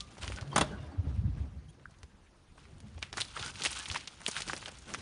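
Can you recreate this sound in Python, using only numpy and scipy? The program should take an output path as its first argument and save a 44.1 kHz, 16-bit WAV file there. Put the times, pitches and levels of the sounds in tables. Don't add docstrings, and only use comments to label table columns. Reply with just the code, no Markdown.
import sys
import numpy as np
from scipy import signal
from scipy.fft import rfft, irfft, next_fast_len
from scipy.io import wavfile
from scipy.ndimage import uniform_filter1d, map_coordinates

SR = 44100
rng = np.random.default_rng(int(sys.argv[2]) if len(sys.argv) > 2 else 0)


def volts_from_decibels(level):
    exponent = np.asarray(level, float) / 20
    return 10 ** exponent


def waveform_to_disk(signal):
    frames = np.transpose(np.atleast_2d(signal))
    scaled = np.clip(frames, -1, 1) * 32767
    samples = np.round(scaled).astype(np.int16)
    wavfile.write(sys.argv[1], SR, samples)


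N = 221026

# frequency in Hz, level in dB per Hz.
AIR_SPECTRUM = [(12, -55), (20, 7), (81, -3.5), (566, -32), (797, -33.5), (934, -23.5), (1710, -26),
                (9220, -36), (10800, -34.5), (14000, -74), (22000, -120)]

# time in seconds, rumble level in dB.
ROCKING = [(0.0, -52.5), (.165, -61), (.284, -43), (.419, -53), (.6, -42), (.94, -54), (1.07, -38),
           (1.44, -42), (1.51, -48), (1.98, -65.5), (2.49, -77), (2.74, -53), (3.2, -55), (3.35, -64),
           (3.45, -51), (4.15, -65), (4.35, -58), (5.01, -59)]
# time in seconds, peak in dB, pitch in Hz, length in seconds.
THUMPS = [(0.246, -35.5, 69, 0.02), (0.333, -35.5, 62, 0.038), (0.306, -39, 92, 0.033),
          (0.428, -31.5, 101, 0.011), (0.806, -31, 83, 0.0043), (0.836, -34, 97.8, 0.0077),
          (0.883, -41, 79, 0.033), (0.997, -22, 90.7, 0.019), (1.075, -26.5, 81.7, 0.01),
          (1.133, -37, 71.4, 0.062), (1.191, -22, 86, 0.014), (1.218, -27, 97, 0.0059),
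          (1.26, -22.5, 96, 0.018), (1.283, -23.5, 119, 0.0066), (1.3, -31, 90.3, 0.028),
          (1.334, -30, 82, 0.0033), (1.371, -31, 71, 0.014), (1.411, -27, 79, 0.021),
          (1.451, -33.5, 71, 0.045), (1.247, -33, 197, 0.015), (1.559, -41, 70.6, 0.025),
          (1.631, -54, 65, 0.023), (1.69, -46.5, 148, 0.021), (2.74, -49, 150, 0.026),
          (3.198, -47, 100, 0.047), (4.38, -50.5, 149, 0.044), (2.751, -55, 91, 0.019),
          (2.846, -41, 102, 0.006), (2.965, -40, 83, 0.04), (3.414, -35.5, 99.5, 0.0027),
          (3.546, -44.5, 70.5, 0.024), (3.915, -35, 83.5, 0.014), (1.18, -39, 205, .015),
          (1.045, -44.5, 277, 0.029), (1.285, -45, 295, .02), (.49, -38, 141.4, 0.038),
          (.57, -38, 140, 0.017), (4.99, -45, 95, .02)]
# frequency in Hz, level in dB per Hz.
FRAME_SPECTRUM = [(15, -42), (25, -44), (54, -2.5), (81, -4.5), (238, -21), (284, -20.5), (350, -45.5),
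                  (460, -54), (770, -120)]
# frequency in Hz, level in dB per Hz.
BUZZ_SPECTRUM = [(130, -17.5), (220, -7), (526, -13.5), (1610, -22.5), (1930, -26), (6000, -37),
                 (7800, -52), (13200, -120)]
# time in seconds, rattle level in dB, ringing level in dB.
KNOCKS = [
    (0.518, -59, -51),
    (.559, -17.5, -2.5),
    (0.5783, -19, -7.5),
    (.609, -20.5, -35),
]
# frequency in Hz, level in dB, t60 decay in seconds.
PANEL_MODES = [(139.5, -2.5, 0.31), (206.8, -4, 0.12), (349, -17, 0.091), (607, -9, 0.19), (777, -5, 0.016),
               (910, -19, 0.02), (1182, -36, 0.019), (1510, -5, 0.025), (1639, -14, 0.1), (3270, -26, 0.05)]
# frequency in Hz, level in dB per Hz.
RATTLE_SPECTRUM = [(88, -46), (150, -5), (497, -8), (606, -2.5), (1380, -5.5), (1620, -8), (1870, -11.5),
                   (2820, -17.5), (3380, -13), (4490, -18.5), (9700, -26.5), (10800, -18), (14000, -57),
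                   (22000, -120)]
# time in seconds, pitch in Hz, level in dB, t60 decay in seconds.
LOOSE_PARTS = [(.004, 2850, -60, 0.038), (0.0053, 1183, -52.5, 0.35), (0.533, 4500, -51, 0.27),
               (.6098, 3330, -19, 0.039), (.6095, 2700, -23, 0.037), (.6095, 1900, -22.5, 0.03),
               (0.53, 1100, -33, 0.038), (.71, 390, -31, 0.045), (0.92, 283, -46, 0.51),
               (2.032, 73.5, -40.5, 0.14), (2.832, 210.4, -47, 0.45), (0.515, 3150, -47, 0.15),
               (.56, 1500, -28, 0.14), (.64, 618, -40.5, .2), (0.74, 1480, -46.5, 0.13),
               (.74, 1650, -62, 0.28), (.83, 990, -55, 0.23), (.915, 4500, -60, 0.099),
               (0.37, 1500, -41, 0.15), (3.428, 1400, -43, 0.12), (3.46, 1480, -40, 0.1),
               (3.8, 1700, -41, 0.1), (4.36, 1400, -35, 0.078), (2.661, 390, -60.5, 0.4),
               (0.61, 202, -30, 0.14), (.125, 1175, -58, .15), (0.77, 1100, -53, .12),
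               (0.78, 2800, -60, 0.3), (0.69, 2900, -54, .2), (.625, 2900, -54, 0.16),
               (.82, 3600, -59, 0.12), (0.62, 5800, -62, .08)]

# time in seconds, peak in dB.
HOOVES = [(0.181, -41.5), (0.2989, -34.5), (0.413, -35.5), (0.529, -53), (0.6151, -24), (2.031, -45.5),
          (2.9784, -42.5), (3.13, -42), (3.1729, -34.5), (3.394, -36), (3.4035, -43), (3.6075, -36.5),
          (3.6575, -30.5), (3.9459, -32.5), (4.282, -28.5), (4.4017, -40), (4.478, -40), (4.533, -32.5),
          (4.6819, -35.5), (4.72, -44), (4.939, -50)]
# time in seconds, hold in seconds, leaf crush in dB, ground tremor in dB.
STEPS = [(.001, 0.021, -58, -62.5), (.08, 0.14, -58.5, -64), (0.217, 0.09, -48.5, -53),
         (.36, 0.15, -63.5, -52.5), (0.524, 0.02, -63, -42.5), (.56, 0.053, -50, -41),
         (0.698, 0.18, -65.5, -51.5), (.9, 0.17, -78, -56), (1.07, 0.094, -66.5, -60),
         (1.379, 0.018, -65.5, -54.5), (1.901, 0.11, -81, -83), (2.577, 0.018, -60, -66),
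         (2.669, 0.32, -67, -66), (3.024, 0.013, -56, -63), (3.174, 0.036, -41, -55.5),
         (3.27, 0.12, -52.5, -83), (3.366, 0.12, -42.5, -55), (3.561, 0.013, -47.5, -68),
         (3.605, 0.046, -41, -55), (3.707, 0.11, -41.5, -60.5), (3.882, 0.088, -45.5, -52.5),
         (4.029, 0.35, -55, -64), (4.261, 0.049, -47.5, -77), (4.357, 0.031, -40.5, -62),
         (4.476, 0.079, -43.5, -51.5), (4.559, 0.016, -53, -70), (4.61, 0.069, -49.5, -61.5),
         (4.75, 0.11, -55.5, -65), (4.89, 0.049, -46.5, -49.5), (4.981, .03, -52, -53)]
# frequency in Hz, level in dB per Hz.
LEAF_SPECTRUM = [(180, -26), (300, -10.5), (492, -28.5), (857, -3), (1160, -9), (1540, -4.5), (1680, -11.5),
                 (2930, -2.5), (4880, -5.5), (9300, -3), (10800, -7.5), (14000, -43), (22000, -120)]

# time in seconds, peak in dB, main pitch in Hz, spread in octaves.
BARE_TWIGS = [(.0064, -23.5, 4250, 0.6), (1.8562, -36.5, 1490, 0.2), (.3215, -28, 1820, 0.6),
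              (.3619, -30, 5360, 0.63), (.4117, -30.5, 3720, 0.58), (.6125, -17, 3400, 0.2),
              (3.13, -30, 4470, 0.39), (3.1392, -32, 1250, 0.64), (3.2095, -22, 3830, 0.18),
              (3.2172, -15.5, 3660, 0.32), (3.4268, -27.5, 3270, 0.3), (0.2793, -23, 2800, 0.37),
              (3.6608, -17, 2670, 0.27), (3.6655, -15.5, 2517, 1.07), (3.8575, -27, 3060, 0.37),
              (3.8868, -24.5, 6400, 0.5), (3.9006, -22.5, 3060, 0.41), (3.9145, -21.5, 5000, 0.4),
              (3.9599, -31.5, 945, 0.14), (4.0749, -24.5, 3170, 0.76), (4.2645, -15, 3230, 0.36),
              (4.3137, -18.5, 6200, 0.49), (4.4204, -19.5, 4250, 0.67), (4.479, -25, 4400, 1.4),
              (4.4858, -22, 3640, 0.45), (4.5336, -20, 1540, 0.59), (4.5648, -32, 4970, 0.47),
              (4.6592, -26.5, 2800, 0.42), (4.939, -22.5, 5830, 0.23), (4.9465, -20, 1940, 0.73)]
# time in seconds, peak in dB, main pitch in Hz, spread in octaves.
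BURIED_TWIGS = [(0.1812, -40, 2160, 0.82), (.232, -33, 2890, 0.54), (.2411, -36, 1080, 0.55),
                (3.4785, -30, 2800, 0.84), (.375, -38, 2566, 0.65), (.53, -34.5, 1120, 0.26),
                (.256, -48, 1670, 1), (3.0276, -21.5, 2090, 0.58), (3.173, -23.5, 3970, 0.58),
                (3.1817, -22, 1450, 0.52), (3.2039, -19.5, 6000, 1.07), (3.3656, -28, 1400, 0.3),
                (3.3739, -27.5, 1090, 0.66), (3.3953, -32, 3400, 0.48), (3.402, -33.5, 3420, 0.14),
                (3.462, -26.5, 3800, 1.1), (3.6205, -22, 3420, 0.57), (3.637, -18, 5200, 0.83),
                (3.643, -17, 4610, 1.4), (3.6513, -14, 3120, 0.8), (3.6572, -14.5, 2950, 1.35),
                (3.715, -25, 9430, 0.37), (3.9464, -23, 2040, 0.46), (3.9604, -19, 2330, 0.56),
                (4.281, -13.5, 4560, 1.05), (4.3663, -22, 1910, 0.53), (4.3859, -30, 1235, 0.87),
                (4.4041, -23.5, 3150, 0.9), (4.4977, -24, 1370, 0.42), (4.6818, -29.5, 1350, 0.75)]
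# time in seconds, peak in dB, pitch in Hz.
TICKS = [(.152, -44, 2700), (.17, -43, 1100), (.217, -47, 2500), (.331, -40, 1500), (.345, -47, 1600),
         (.069, -56, 2800), (0.2455, -32, 3240), (.2996, -53, 4740), (0.4266, -37.5, 1002),
         (.477, -44, 3500), (1.9415, -52, 2040), (2.5786, -43.5, 1000), (2.654, -44.5, 1780),
         (2.9796, -42, 2020), (3.129, -33, 1180), (3.1867, -30, 1200), (3.2504, -36, 4600),
         (3.557, -29.5, 2850), (3.598, -34, 7100), (3.73, -23, 3820), (3.788, -46, 1450),
         (4.0073, -34, 2880), (4.0777, -44, 3180), (4.205, -35.5, 1180), (4.217, -34, 1080),
         (4.627, -32, 1280), (4.773, -42, 2880), (4.787, -36.5, 6230), (4.821, -42, 5000),
         (4.903, -34, 2850), (4.987, -35.5, 6020), (.717, -52, 4200), (.79, -47, 1000), (.805, -55, 4800),
         (1.35, -56, 2500), (1.797, -55, 1500), (1.986, -56, 5800), (2.2704, -58, 2000),
         (2.6884, -66, 2010), (3.022, -40, 1110), (3.049, -55, 1300), (3.205, -37, 8500),
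         (3.277, -41, 5500), (3.852, -32, 9200), (3.862, -28, 3000), (3.903, -30, 3000), (4.057, -42, 2600),
         (4.234, -38, 6000), (4.244, -45, 4500), (4.263, -24, 8000), (4.333, -37, 4000), (4.489, -28, 3300),
         (4.692, -36, 1500), (4.716, -39, 6500), (4.93, -42, 5000), (4.974, -46, 8500)]
# time in seconds, peak in dB, pitch in Hz.
CRUMBS = [(0.0063, -32.5, 3500), (0.236, -35, 1590), (0.242, -36, 3830), (0.3002, -44, 5000),
          (1.864, -62, 5800), (3.1288, -27.5, 3600), (3.171, -29.5, 1340), (3.1739, -27, 4240),
          (3.1783, -34, 1810), (3.2105, -15.5, 9600), (3.2133, -26, 5250), (3.3661, -42, 1370),
          (3.3693, -42, 2370), (3.375, -45, 2280), (3.3955, -33, 3320), (3.4003, -35, 830),
          (3.4021, -41, 5770), (3.428, -35, 1770), (3.4327, -33.5, 1380), (3.4417, -43, 5510),
          (3.447, -32, 5640), (3.47, -39, 9520), (3.5045, -36, 5560), (3.608, -32, 4390),
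          (3.6408, -26, 4050), (3.6567, -33, 2930), (3.6707, -21, 4380), (3.708, -27, 6560),
          (3.7155, -31, 9560), (3.728, -32, 4130), (3.784, -30.5, 2820), (3.7892, -24, 7660),
          (3.7972, -33, 7550), (3.8082, -32.5, 2930), (3.915, -28, 1470), (3.9225, -30, 3880),
          (3.9245, -25, 5510), (3.9316, -32, 5300), (3.9444, -32, 5600), (3.957, -24, 2180),
          (3.9664, -34, 5380), (3.971, -29, 2930), (3.9743, -29, 5510), (4.0009, -39, 4090),
          (4.0789, -27, 3100), (4.2648, -35, 2070), (4.28, -17, 9000), (4.318, -33, 4130),
          (4.3566, -33, 1520), (4.3765, -28.5, 1600), (4.382, -35, 5470), (4.532, -30, 8440),
          (4.538, -30, 6330), (4.566, -30, 4690), (4.5714, -33, 2870), (4.5776, -31, 8480),
          (4.6591, -32, 2180), (4.677, -39.5, 730), (4.9396, -28, 1680), (4.9473, -27, 1650)]
# time in seconds, peak in dB, main pitch in Hz, spread in octaves.
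CLICKS = [(.019, -43, 2850, 0.44), (.187, -39.5, 1300, 0.44), (.3867, -30, 1700, .6),
          (.421, -42, 3900, .25), (1.91, -47, 5000, 0.92), (2.0322, -35.5, 2900, 0.78),
          (2.783, -48, 8000, .6), (2.8038, -37.5, 8000, 1), (2.884, -47, 3500, 1.1),
          (2.991, -41.5, 6500, 0.88), (3.4275, -27, 3190, 0.51), (0.5661, -22, 800, .9),
          (.585, -19, 700, .9)]
# rustle below the crack in dB, ground thud below the crack in dB.
SETTLING = [
    (-12, -26.5),
    (-6.5, -19),
    (-11, -33),
    (-14, -21),
    (-17, -26),
]


def unit(x):
    return x / np.sqrt(np.mean(x ** 2) + 1e-20)


def curves(rows):
    s, *cols = np.transpose(rows)
    return [np.interp(np.arange(N) / SR, s, c) for c in cols]


def wobble(rate):
    knots = rng.standard_normal(int(N * rate / SR) + 4)
    return map_coordinates(knots, [np.arange(N) * rate / SR])


def filtered(x, response):
    n = x.shape[-1]
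    m = next_fast_len(n + 4096)
    spectrum = rfft(x, m) * response(np.fft.rfftfreq(m, 1 / SR))
    return irfft(spectrum, m)[..., :n]


def coloured(x, spectrum):
    f, db = np.transpose(spectrum)
    return unit(filtered(x, lambda hz: volts_from_decibels(np.interp(np.log(hz + 1), np.log(f), db))))


def resonance(centre_hz, width_hz):
    return lambda f: 1j * f * width_hz / (centre_hz ** 2 - f * f + 1j * f * width_hz)


def placed(times, rows):
    at = np.round(times * SR).astype(int)[:, None] + np.arange(rows.shape[1])
    keep = (at >= 0) & (at < N)
    return np.bincount(at[keep], rows[keep], N)


def mottled(depth_db):
    z = signal.stft(rng.standard_normal(N), nperseg=256)[2]
    field = uniform_filter1d(rng.standard_normal(z.shape), size=5, axis=0)
    field = uniform_filter1d(field, size=9, axis=1)
    return signal.istft(z * volts_from_decibels(depth_db * unit(field)), nperseg=256)[1][:N]


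def tread(level_db, fall_db_per_s, rest_db):
    s, held = np.transpose(STEPS)[:2, :, None]
    t = np.arange(0, N, 32) / SR
    pressing = 594 * np.maximum(s - t, 0)
    lifting = fall_db_per_s * np.maximum(t - s - held, 0)
    gains = volts_from_decibels(level_db[:, None] - pressing - lifting)
    level = np.sqrt(np.sum(gains ** 2, axis=0) + volts_from_decibels(rest_db) ** 2)
    return np.interp(np.arange(N) / SR, t, level)


def air():
    return volts_from_decibels(-58) * coloured(mottled(3.1), AIR_SPECTRUM)


def panel_modes(f):
    answer = 0
    for k, (hz, db, t60) in enumerate(PANEL_MODES):
        width_hz = np.log(1000) / np.pi / t60
        answer = answer + (-1) ** k * volts_from_decibels(db) * resonance(hz, width_hz)(f) * t60 / 0.049
    return answer


def frame():
    rumble_db, = curves(ROCKING)
    shake = volts_from_decibels(2.2 * wobble(30)) * rng.standard_normal(N)
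    rumble = coloured(shake + 0.5 * filtered(shake, resonance(65.3, 7.6)), FRAME_SPECTRUM)

    tremor = tread(np.transpose(STEPS)[3], fall_db_per_s=131, rest_db=-66.5)
    buzzing = np.hypot(tremor, volts_from_decibels(rumble_db - 16.5))
    jolts = mottled(2.2)
    buzz = coloured(jolts + 1.6 * filtered(jolts, panel_modes), BUZZ_SPECTRUM)

    s, db, hz, length = np.transpose(THUMPS)[..., None]
    t = np.arange(-2600, 2600) / SR
    swell = np.exp(-(t / (0.65 * np.maximum(length, .008))) ** 2)
    thump = -swell * np.cos(2 * np.pi * hz * t)
    thumps = placed(s[:, 0] + t[0], volts_from_decibels(db) * thump)
    return volts_from_decibels(rumble_db + 1.5) * rumble + buzzing * buzz + thumps


def knocks():
    s, rattle_db, ring_db = np.transpose(KNOCKS)[..., None]
    t = np.arange(SR // 2) / SR
    noise = rng.standard_normal((3, len(s), len(t)))

    contact = (1 - np.exp(-(t / 0.0023) ** 2)) * (volts_from_decibels(-60 * t / 0.052) + volts_from_decibels(-20 - 60 * t / 0.34))
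    rattle = placed(s[:, 0], volts_from_decibels(rattle_db) * contact * coloured(noise[0], RATTLE_SPECTRUM))

    catch = filtered(noise[2], lambda f: resonance(6600, 1100)(f) - resonance(9600, 1400)(f))
    catch_fade = (1 - np.exp(-(t / 0.0012) ** 2)) * volts_from_decibels(-60 * t / 0.032)
    catches = placed(s[:, 0], volts_from_decibels(rattle_db + 3.5) * catch_fade * catch)

    push_fade = volts_from_decibels(-60 * t / 0.049) + volts_from_decibels(-14.5 - 60 * t / 0.76)
    push = placed(s[:, 0], volts_from_decibels(ring_db) * push_fade * noise[1])
    push *= volts_from_decibels(4.4 * wobble(28.95))
    return rattle + catches + filtered(push, panel_modes)


def loose_parts():
    start, hz, db, t60 = np.transpose(LOOSE_PARTS)[..., None]
    t = np.arange(SR // 2) / SR
    sagging = t + 0.00032 * (1 - np.exp(-t / 0.017))
    drift = uniform_filter1d(rng.standard_normal((len(hz), len(t))), size=120)
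    wander_hz = 40 * np.sqrt(hz / 1500)
    wander = 2 * np.pi * wander_hz * np.cumsum(unit(drift), axis=1) / SR
    ring = np.sin(2 * np.pi * hz * sagging + wander)
    fade = (1 - np.exp(-t / 0.0027)) * volts_from_decibels(-60 * t / t60) * np.cos(np.pi / 2 * t / t[-1])
    return placed(start[:, 0], volts_from_decibels(db) * fade * ring) * volts_from_decibels(1.9 * wobble(39.1))


def squeak():
    start, end = 1.683, 1.709
    first_hz, last_hz = 3150, 3280
    overtones_db = [-64, -65, -58]
    u = np.clip((np.arange(N) / SR - start) / (end - start), 0, 1)
    pitch = (first_hz + (last_hz - first_hz) * u) * (1 + 0.07 * wobble(1900))
    phase = 2 * np.pi * np.cumsum(pitch) / SR
    tone = sum(volts_from_decibels(db) * np.sin((k + 1) * phase) * u ** (0.5 * k) for k, db in enumerate(overtones_db))
    return tone * np.sin(np.pi * u) ** .5 * volts_from_decibels(3 * wobble(477))


def hooves():
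    s, db = np.transpose(HOOVES)[..., None]
    t = np.arange(900) / SR
    noise = rng.standard_normal((len(s), len(t)))
    puff = unit(filtered(noise, lambda f: resonance(280, 700)(f) ** 2))
    return placed(s[:, 0], volts_from_decibels(db + 0.5) * puff * t / 0.003 * np.exp(-t / .003))


def leaves():
    crush = tread(np.transpose(STEPS)[2], fall_db_per_s=171, rest_db=-81)
    draw = rng.random((14000, 5))
    clumps = np.cumsum(volts_from_decibels(6 * wobble(70)))
    s = np.interp(draw[:, 0], clumps / clumps[-1], np.arange(N) / SR)
    hz = 1100 * 9 ** draw[:, 1:2]
    cycles = hz * np.arange(256) / SR
    size = volts_from_decibels(-4.1 * np.log(draw[:, 2:3] + 0.093)) * np.sign(draw[:, 3:4] - .5)
    life = 0.7 + 6 * draw[:, 4:] ** 3
    ring = np.sin(2 * np.pi * cycles) * np.exp(-cycles / life) / np.sqrt(life)
    grains = placed(s, size * (hz / 3000) ** 0.33 * ring)
    hiss = mottled(5.5)
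    litter = unit(grains) + 0.55 * unit(hiss)
    return crush * volts_from_decibels(-3.0) * coloured(litter, LEAF_SPECTRUM)


def breaks():
    spreads = 0.14 + 0.5 * rng.random((len(CRUMBS), 4)).mean(axis=1)
    crumbs = [(*crumb, spread) for crumb, spread in zip(CRUMBS, spreads)]
    ticks = [(*tick, 0.58) for tick in TICKS]
    kinds = [BARE_TWIGS, BURIED_TWIGS, ticks, crumbs, CLICKS]
    rows = []
    for kind, (rustle_db, thud_db) in zip(kinds, SETTLING):
        for s, db, hz, spread in kind:
            rows.append((s, db, hz, spread, rustle_db - 0.21 * (db + 25), thud_db))
    return rows


def snaps():
    s, db, hz, spread, rustle_db, thud_db = np.transpose(breaks())[..., None]
    t = np.arange(-400, 4000) / SR
    late = np.maximum(t, 0)
    noise = rng.standard_normal((len(s), 4, len(t)))

    ring = resonance(hz, hz * (0.13 + 3.86 * spread ** 2))
    edge = resonance(3100, 14000)
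    shard_hz = 1300 * 5.8 ** rng.random((len(s), 3)).T[..., None]
    shards = [resonance(c, 0.36 * c) for c in shard_hz]

    def body(f):
        pieces = sum(shard(f) for shard in shards)
        return ring(f) ** 2 + spread ** 2 * (0.093 * edge(f) + 0.3 * pieces)

    blow = (0.5 + noise[:, 0]) * (late / .0001) * np.exp(-late / 0.000077)
    crack = filtered(blow, body)
    crack /= np.abs(crack).max(axis=1, keepdims=True)

    ticks = uniform_filter1d(noise[:, 1], size=21)
    rustle = filtered(noise[:, 2] * volts_from_decibels(4 * ticks / ticks.std()), body)
    rustle /= rustle.std(axis=1, keepdims=True)
    tearing = volts_from_decibels(-14 + 60 * np.minimum(t, 0) / 0.025) * (t < 0)
    settle = (1 - np.exp(-late / 0.00074)) * (volts_from_decibels(-60 * late / 0.032) + volts_from_decibels(-19.5 - 60 * late / 0.34))
    rustle *= volts_from_decibels(np.minimum(rustle_db, -1) - 3.0) * (tearing + settle)

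    thud = filtered(noise[:, 3], resonance(220, 1090))
    thud *= late / 0.0027 * np.exp(-late / 0.0021) / thud.std()
    piece = crack + rustle + volts_from_decibels(thud_db + 3.5) * thud
    return placed(s[:, 0] + t[0] - .0003, volts_from_decibels(db) * piece)


def scene():
    vehicle = frame() + knocks() + loose_parts() + squeak()
    animals = hooves() + leaves() + snaps()
    return (air() + vehicle + animals)[None]


def top_cut(x):
    return signal.sosfilt(signal.butter(12, 11606, fs=SR, output="sos"), x)


def record(dry):
    x = filtered(dry, lambda hz: 1 / (1 + (hz / 10310) ** 60) / (1 + (38 / (hz + 1)) ** 3))
    x = x - 0.38 * filtered(x, resonance(7700, 1180))
    return top_cut(x)


dry = scene()
out = record(dry)
waveform_to_disk(out)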